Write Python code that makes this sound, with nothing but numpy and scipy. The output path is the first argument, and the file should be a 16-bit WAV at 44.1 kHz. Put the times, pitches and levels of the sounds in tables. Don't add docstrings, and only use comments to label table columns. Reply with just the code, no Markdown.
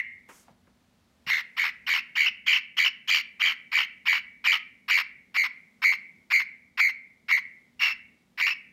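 import sys
import numpy as np
from scipy import signal
from scipy.fft import rfft, irfft, next_fast_len
from scipy.io import wavfile
from scipy.ndimage import uniform_filter1d, map_coordinates

SR = 44100
rng = np.random.default_rng(int(sys.argv[2]) if len(sys.argv) > 2 else 0)


def materialize(psi):
    bounded = np.clip(np.atleast_2d(psi).T, -1, 1)
    quanta = np.round(bounded * 32767).astype(np.int16)
    wavfile.write(sys.argv[1], SR, quanta)


def invert_db(x):
    u = np.asarray(x, float) / 20
    return 10 ** u


N = 384552
LEAD = SR // 5
M = N + LEAD
TIME = (np.arange(M) - LEAD) / SR

# start in seconds, length in seconds, peak level in dB,
# overtone boost as the beak turns in dB, unsteadiness from 0 to 1.
CHIRPS = [(-.14, .158, -15, -14, 0), (1.264, 0.16, -22, 3, 0.64), (1.565, 0.15, -21, -1, .7),
          (1.864, .15, -20.5, 2, 0.62), (2.152, 0.15, -18.5, 0, 0.47), (2.461, 0.14, -17.5, 0.5, .5),
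          (2.767, 0.13, -18.5, 2.5, .43), (3.074, 0.15, -18, 7, .35), (3.395, 0.15, -18.5, -0.5, 0.35),
          (3.715, 0.15, -18.5, -1, 0.35), (4.054, 0.15, -17, -2, 0.24), (4.44, 0.15, -16.5, 0, 0.32),
          (4.88, 0.15, -17, 1, 0.21), (5.342, 0.14, -17.5, 0, .16), (5.818, 0.15, -17, -1, 0.08),
          (6.301, 0.14, -16, -1.5, 0.29), (6.773, 0.15, -15.5, -3, 0.1), (7.282, 0.13, -16.5, -4, 0.05),
          (7.793, .15, -20.5, 0.5, .6), (8.374, 0.17, -20, -.5, .14)]


def bird():
    sound, out = port(voice()), np.zeros(M + SR)
    for first, length, *_ in CHIRPS:
        last = first + length
        a, b = LEAD + round(first * SR), LEAD + round(last * SR)
        attack, release = (TIME[a:b] - first) / 0.004, (last - TIME[a:b]) / 0.017
        chirp = sound[a:b] * np.clip(np.minimum(attack, release), 0, 1)
        out[a:b] += chirp
        echo = invert_db(-19) * room(chirp)
        out[a:a + len(echo)] += echo[:len(out) - a]
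    return out[:M]


# whistle clears, falters and recovers, in seconds after the start,
# then the rasp share when broken from 0 to 1.
STAGES = [(.03, 0.17, 0.11, 0.9), (.04, .11, 0.16, 0.7), (.024, 0.067, 0.13, 1), (.031, 0.074, .12, 0.8),
          (0.018, 0.11, 0.051, 0.3), (0.015, .07, 0.069, 0.3), (.024, 0.081, 0.096, 0.7),
          (0.029, 0.065, 0.15, 0.4), (0.025, .055, .14, 0.58), (.029, .058, 0.11, 0.7),
          (0.029, .075, .135, 0.69), (.031, 0.079, .135, 0.67), (.027, .088, .142, .97),
          (0.028, .095, 0.15, .85), (.026, .105, 0.12, .8), (.025, 0.095, .125, 0.66),
          (.031, .115, 0.13, 0.67), (.033, 0.091, .11, 0.59), (0.029, 0.037, 0.12, 0.52),
          (.042, .092, .135, 0.7)]
# opening in dB, clear whistle in dB, after the falter in dB.
REGISTER = [(-23.5, -19.5, -22), (-4, -19, -19), (-7.5, -17.5, -15), (-3, -13.5, -5), (-1.5, -14, -0.5),
            (-2.5, -9, -6), (6, -13, 0), (-1.5, -12.5, -8), (-3.5, -18.5, -6), (-9, -15.5, -8.5),
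            (-6.5, -22.5, -8), (-2, -21.5, -8), (-8, -14, -11), (-11, -24.5, -29), (-11.5, -26.5, -17),
            (-16, -27.5, -18), (-22.5, -36, -18.5), (-8, -26, -28.5), (-4, -2.5, -3), (-5.5, -21.5, -3)]
FADE_DB = [13.5, 12.5, 15, 13, 10.5, 13.5, 8.5, 16, 14.5, 18.5, 16.5, 16.5, 13, 15, 15.5, 18, 17, 20, 18,
           14]
# time in seconds, pitch in Hz, mobility (how far it trills and sags).
HIGH_PITCH = [(1.3, 2790, .4), (1.9, 2977, 1.1), (3.2, 3030, 1.2), (4.5, 2994, 1.1), (5., 2773, .5),
              (7.801, 2751, .3), (8.6, 2720, .25)]


def voice():
    first_break, widening = 0.48, 3.5
    late_rasp, rasp_brightens, break_dip_db = 0.81, 1, 2
    high_sag = 0.14
    which, since = stages()
    length, peak_db = np.array(CHIRPS)[which, 1:3].T
    clears, falters, recovers, share = np.array(STAGES)[which].T
    opening_db, clear_db, late_db = np.array(REGISTER)[which].T
    hz, turn, depth, bright_db, hoarse = syrinx(which)

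    climb = np.cos(turn + 2.0)
    upswing = (.5 + .5 * climb) ** 2.5
    opening, late = since < clears, since > falters
    edge = np.maximum(first_break - widening * (since - falters) / (recovers - falters), -.7)
    edge = edge + .4 * wobble(70)
    breaking = late & (since < recovers) & (climb > edge)
    broken = uniform_filter1d(1. * (opening | breaking), size=60)

    flips = np.where(since > recovers, 1.3, .11 + .3 * late + 1.6 * upswing)
    high = np.where(opening, invert_db(opening_db), invert_db(np.where(late, late_db, clear_db)) * flips)
    high = np.clip(uniform_filter1d(high * invert_db(4 * np.tanh(wobble(90))), size=60), 0, .97)
    flipped = np.clip((high - .6) / .3, 0, 1)
    rough = share * np.where(late, late_rasp, 1) * broken * (1 - 0.63 * flipped)
    rough = np.clip(rough + .24 * high + 0.091 * hoarse, 0, .99)

    s, start_hz, mobility = np.transpose(HIGH_PITCH)
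    mobile = np.interp(TIME, s, mobility)
    sag = high_sag * np.clip(since / length, 0, 1) ** 3
    high_hz = np.interp(TIME, s, start_hz) * (1 + mobile * (.03 * wobble(60) - sag))
    high_hz = high_hz + mobile * depth * np.cos(turn + 0.68)
    upper = squeal(high_hz, bright_db - 6 * mobile, flipped)
    voiced = np.sqrt(1 - high ** 2) * whistle(hz, turn, depth, bright_db) + high * upper

    harsh = rasp(rate_hz=2500, jitter=.3, scatter=0.97)
    treble = signal.sosfilt(signal.butter(2, 3000, "high", fs=SR, output="sos"), harsh)
    harsh = harsh + (invert_db(rasp_brightens * bright_db) - 1) * treble
    breath_db = effort(since, length, peak_db, clears, np.array(FADE_DB)[which])
    breath_db = breath_db + 3.22 * flipped - break_dip_db * late * broken
    return (np.sqrt(1 - rough ** 2) * voiced + rough * harsh) * invert_db(breath_db)


def stages():
    start = np.transpose(CHIRPS)[0]
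    which = np.clip(np.searchsorted(start - .02, TIME) - 1, 0, None)
    return which, TIME - start[which]


def effort(since, length, peak_db, clears, fade_db):
    onset_db, swell_s, fade_bend = 20.5, .01, 2.07
    top = clears + swell_s
    rising = np.clip(1 - since / top, 0, .85)
    fading = np.clip((since - top) / (length - top), 0, 1)
    return peak_db - onset_db * rising ** 1.51 - fade_db * fading ** fade_bend


# time of a trill crest in seconds, pitch in Hz, drift in Hz per second,
# trill depth in Hz, trill rate in Hz.
TRILL = [(-.06, 2040, -400, 162, 84), (1.3218, 2006, -364, 191.5, 85.3), (1.6321, 2037, -1133, 201.3, 83.8),
         (1.9417, 2077, -1500, 184, 80.2), (2.2207, 2140, 277, 186, 78.8),
         (2.5214, 2178, -1105, 185.4, 79.7), (2.8405, 2162, 795.5, 179.7, 79),
         (3.1386, 2188, -492, 218.4, 82.5), (3.4636, 2116, -861, 219.8, 84.1),
         (3.7813, 2122, -602, 201.8, 78), (4.1212, 2113, 555.5, 210, 82.6),
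         (4.5097, 2151, -1500, 205.1, 84.8), (4.945, 2155, -819, 183.2, 87.6),
         (5.3979, 2162, -1341, 138, 86.7), (5.8932, 2142, -282, 138, 86.4),
         (6.3741, 2178, -1500, 115.4, 85.5), (6.8381, 2171, -962, 135.9, 88),
         (7.3528, 2091, -506, 140, 77.8), (7.8495, 2142, -2.5, 151, 82.1),
         (8.4496, 2162, 803.5, 183.8, 87.8)]


def syrinx(which):
    slowing_hz_per_s, narrowing_per_s = -70, 4
    arch_hz_per_s2 = 9000
    crest, hz, drift, depth, rate = np.array(TRILL)[which].T
    bright_db, hoarse = np.array(CHIRPS)[which, 3], np.clip(np.array(CHIRPS)[which, 4], 0, 1)
    t = np.clip(TIME - crest, -.15, .15)
    turn = 2 * np.pi * (rate * t + slowing_hz_per_s * t * t)
    shape = np.cos(turn) + 0.084 * np.sin(2 * turn)
    jitter = 14 * wobble(300) + 200 * hoarse * np.tanh(wobble(1600))
    trill = depth * (1 - narrowing_per_s * t) * shape
    pitch = hz + drift * t - arch_hz_per_s2 * t * t + trill + jitter
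    return pitch, turn, depth, bright_db, hoarse


def whistle(hz, turn, depth, bright_db):
    steady = np.clip((240 - depth) / 140, .25, 1.5)
    throb = np.hypot(.45 + np.cos(turn - .1), steady) / np.sqrt(.7 + steady ** 2)
    return unit(partials(hz, bright_db, throb * invert_db(1.4 * wobble(140)), count=7))


def squeal(hz, bright_db, flipped):
    unsteady = 1 - .55 * flipped
    wavering = hz * (1 + unsteady * (.03 * wobble(250) + .04 * wobble(1800)))
    swell = invert_db(5 * unsteady * np.tanh(wobble(350)))
    return unit(partials(wavering, bright_db + 9, swell, count=2))


# frequency in Hz, gain in dB.
WHISTLE = [(1800, 2), (2000, 1), (2350, -2), (3000, 3), (4000, -18), (4600, -15.5), (5050, -21),
           (5500, -20.5), (6000, -27), (7150, -23.5), (7700, -43), (8500, -37.5), (9600, -40.5),
           (10300, -60), (11300, -48.5), (13000, -25.5), (14800, -45), (16000, -35.5)]


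def partials(hz, bright_db, throb, count):
    phase = 2 * np.pi * np.cumsum(hz) / SR
    overtones = 0
    for k in range(2, count + 1):
        overtones = overtones + invert_db(along(WHISTLE, k * hz) + 2 * bright_db / k) * np.sin(k * phase)
    return throb * invert_db(along(WHISTLE, hz)) * np.sin(phase) + throb ** 0.66 * overtones


# frequency in Hz, level in dB per Hz.
RASP = [(240, -73), (400, -47), (1060, -5.5), (1600, -5), (1930, -2), (2750, -9.5), (3690, -18.5),
        (5430, -16), (6050, -40.5), (8500, -38.5), (10500, -53), (12900, -26.5), (14800, -37),
        (16000, -35.5)]


def rasp(rate_hz, jitter, scatter):
    draws = np.tanh(rng.standard_normal((int(M / SR * 4000), 2)))
    at = np.cumsum(np.clip(1 + jitter * draws[:, 0], .4, 3)) * SR / rate_hz
    size = 1 + scatter * draws[:, 1]
    size, at = size[at < M - 2], at[at < M - 2]
    part = at % 1
    slaps = np.bincount(at.astype(int), size * (1 - part), M)
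    slaps = slaps + np.bincount(at.astype(int) + 1, size * part, M)
    return coloured((slaps - slaps.mean()) * invert_db(2.5 * np.tanh(wobble(260))), RASP)


def port(x):
    return signal.sosfilt(signal.butter(2, [9800, 11200], "bandstop", fs=SR, output="sos"), x)


# frequency in Hz, time to decay by 60 dB in seconds.
KITCHEN = [(1200, 0.32), (2100, 0.6), (3300, 0.31), (4500, 0.28), (6000, 0.21), (12000, 0.062)]


def room(x):
    hz, t, z = signal.stft(rng.standard_normal(SR * 3 // 4), SR, nperseg=256)
    decay = invert_db(-60 * t / along(KITCHEN, hz)[:, None])
    tail = signal.istft(z * decay, SR, nperseg=256)[1]
    return signal.fftconvolve(np.pad(x, (250, 0)), tail / np.linalg.norm(tail))


# time in seconds, peak level in dB, body frequency in Hz,
# time to decay by 60 dB in seconds, click level in dB.
KNOCKS = [
    (.289, -47.5, 357, 0.12, 7.5),
    (.482, -44, 690, 0.066, -28),
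    (0.504, -49, 111, 0.098, -28),
    (.671, -58.5, 400, 0.067, -1),
    (1.267, -41, 133, 0.077, -28),
]


def knocks():
    out, t = np.zeros(M + SR), np.arange(SR // 3) / SR
    for s, db, hz, t60, click_db in KNOCKS:
        noise = rng.standard_normal((2, len(t)))
        resonance = [(hz / 4, -25), (hz / 1.4, -4), (hz * 1.2, 0), (hz * 2.2, -16), (16000, -60)]
        body = coloured(noise[0], resonance)
        click = coloured(noise[1], [(300, -30.5), (900, 7.5), (2500, -1.5), (6000, -35), (16000, -25)])
        ringing = invert_db(-60 * t / t60) + .12 * invert_db(-60 * t / .5)
        bump = body * ringing + invert_db(click_db - 60 * t / .16) * click
        out[LEAD + round(s * SR):][:len(t)] += invert_db(db - 4) * bump
    return out[:M]


# time in seconds, level in dB.
CLOTH = [
    (0.26, -81),
    (0.276, -84.5),
    (0.29, -60),
    (0.386, -57),
    (0.546, -79.5),
    (1.231, -76),
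    (1.5, -75),
    (1.9, -84),
]
# frequency in Hz, level in dB per Hz.
WEAVE = [(1470, -4.5), (2500, -7), (4050, -12), (6300, -2.5), (13200, -12), (16000, -22)]
# frequency in Hz, level in dB per Hz.
RUSTLE = [(290, -30), (500, -9.5), (2190, -17.5), (4340, -19.5), (16000, -36)]


def cloth():
    s, db = np.transpose(CLOTH)
    level = np.interp(TIME, s, db, -120, -120)
    fast = np.clip((level + 72) / 10, 0, 1)
    grains = rng.standard_normal((2, M)) * invert_db(0.84 * wobble(360))
    swish = fast * coloured(grains[0], WEAVE)
    rustle = 1.5 * (1 - fast) * coloured(grains[1], RUSTLE)
    return invert_db(level) * (swish + rustle)


# frequency in Hz, level in dB per Hz.
JOLTS = [(20, -24.5), (50, 0.5), (90, 5), (300, -36), (16000, -100)]


def hand():
    return invert_db(-78.5) * unit(invert_db(10 * np.tanh(wobble(5.1))) * coloured(rng.standard_normal(M), JOLTS))


# frequency in Hz, peak level in dB.
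FRIDGE = [
    (193.8, -75),
    (242.2, -71),
]
# frequency in Hz, level in dB per Hz.
HUM = [(22, -37.5), (55, -13.5), (108, -11.5), (217, -3.5), (326, -14), (1000, -23.5), (3520, -27),
       (16000, -40.5)]


def fridge():
    lines = 0
    for hz, db in FRIDGE:
        strength = invert_db(db + 0.83 * wobble(6.2))
        lines = lines + strength * np.sin(2 * np.pi * hz * TIME + .6 * wobble(22))
    hum_db = -68 + .9 * wobble(1.7)
    return lines + invert_db(hum_db) * coloured(rng.standard_normal(M), HUM)


def unit(x):
    return x / np.sqrt(np.mean(x ** 2) + 1e-20)


def along(points, hz):
    f, v = np.transpose(points)
    return np.interp(np.log(hz + 1), np.log(f + 1), v)


def wobble(rate):
    return map_coordinates(rng.standard_normal(int(M * rate / SR) + 4), [np.arange(M) * rate / SR])


def coloured(x, spectrum):
    m = next_fast_len(len(x) + 8192, True) // 2 * 2
    ceps = irfft(np.log(invert_db(along(spectrum, np.fft.rfftfreq(m, 1 / SR))) + 1e-6), m)
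    ceps[1:m // 2] *= 2
    ceps[m // 2 + 1:] = 0
    return unit(irfft(rfft(x, m) * np.exp(rfft(ceps)), m)[:len(x)])


def scene():
    return (bird() + knocks() + cloth() + hand() + fridge())[None, LEAD:]


def top_cut(x):
    return signal.sosfilt(signal.butter(12, 15960, fs=SR, output="sos"), x)


def record(dry):
    m = next_fast_len(N + 8192, True)
    keep = np.clip((16000 - np.fft.rfftfreq(m, 1 / SR)) / 250, 0, 1)
    kept = irfft(rfft(dry, m) * keep, m)[:, :N]
    return top_cut(kept)


dry = scene()
out = record(dry)
materialize(out)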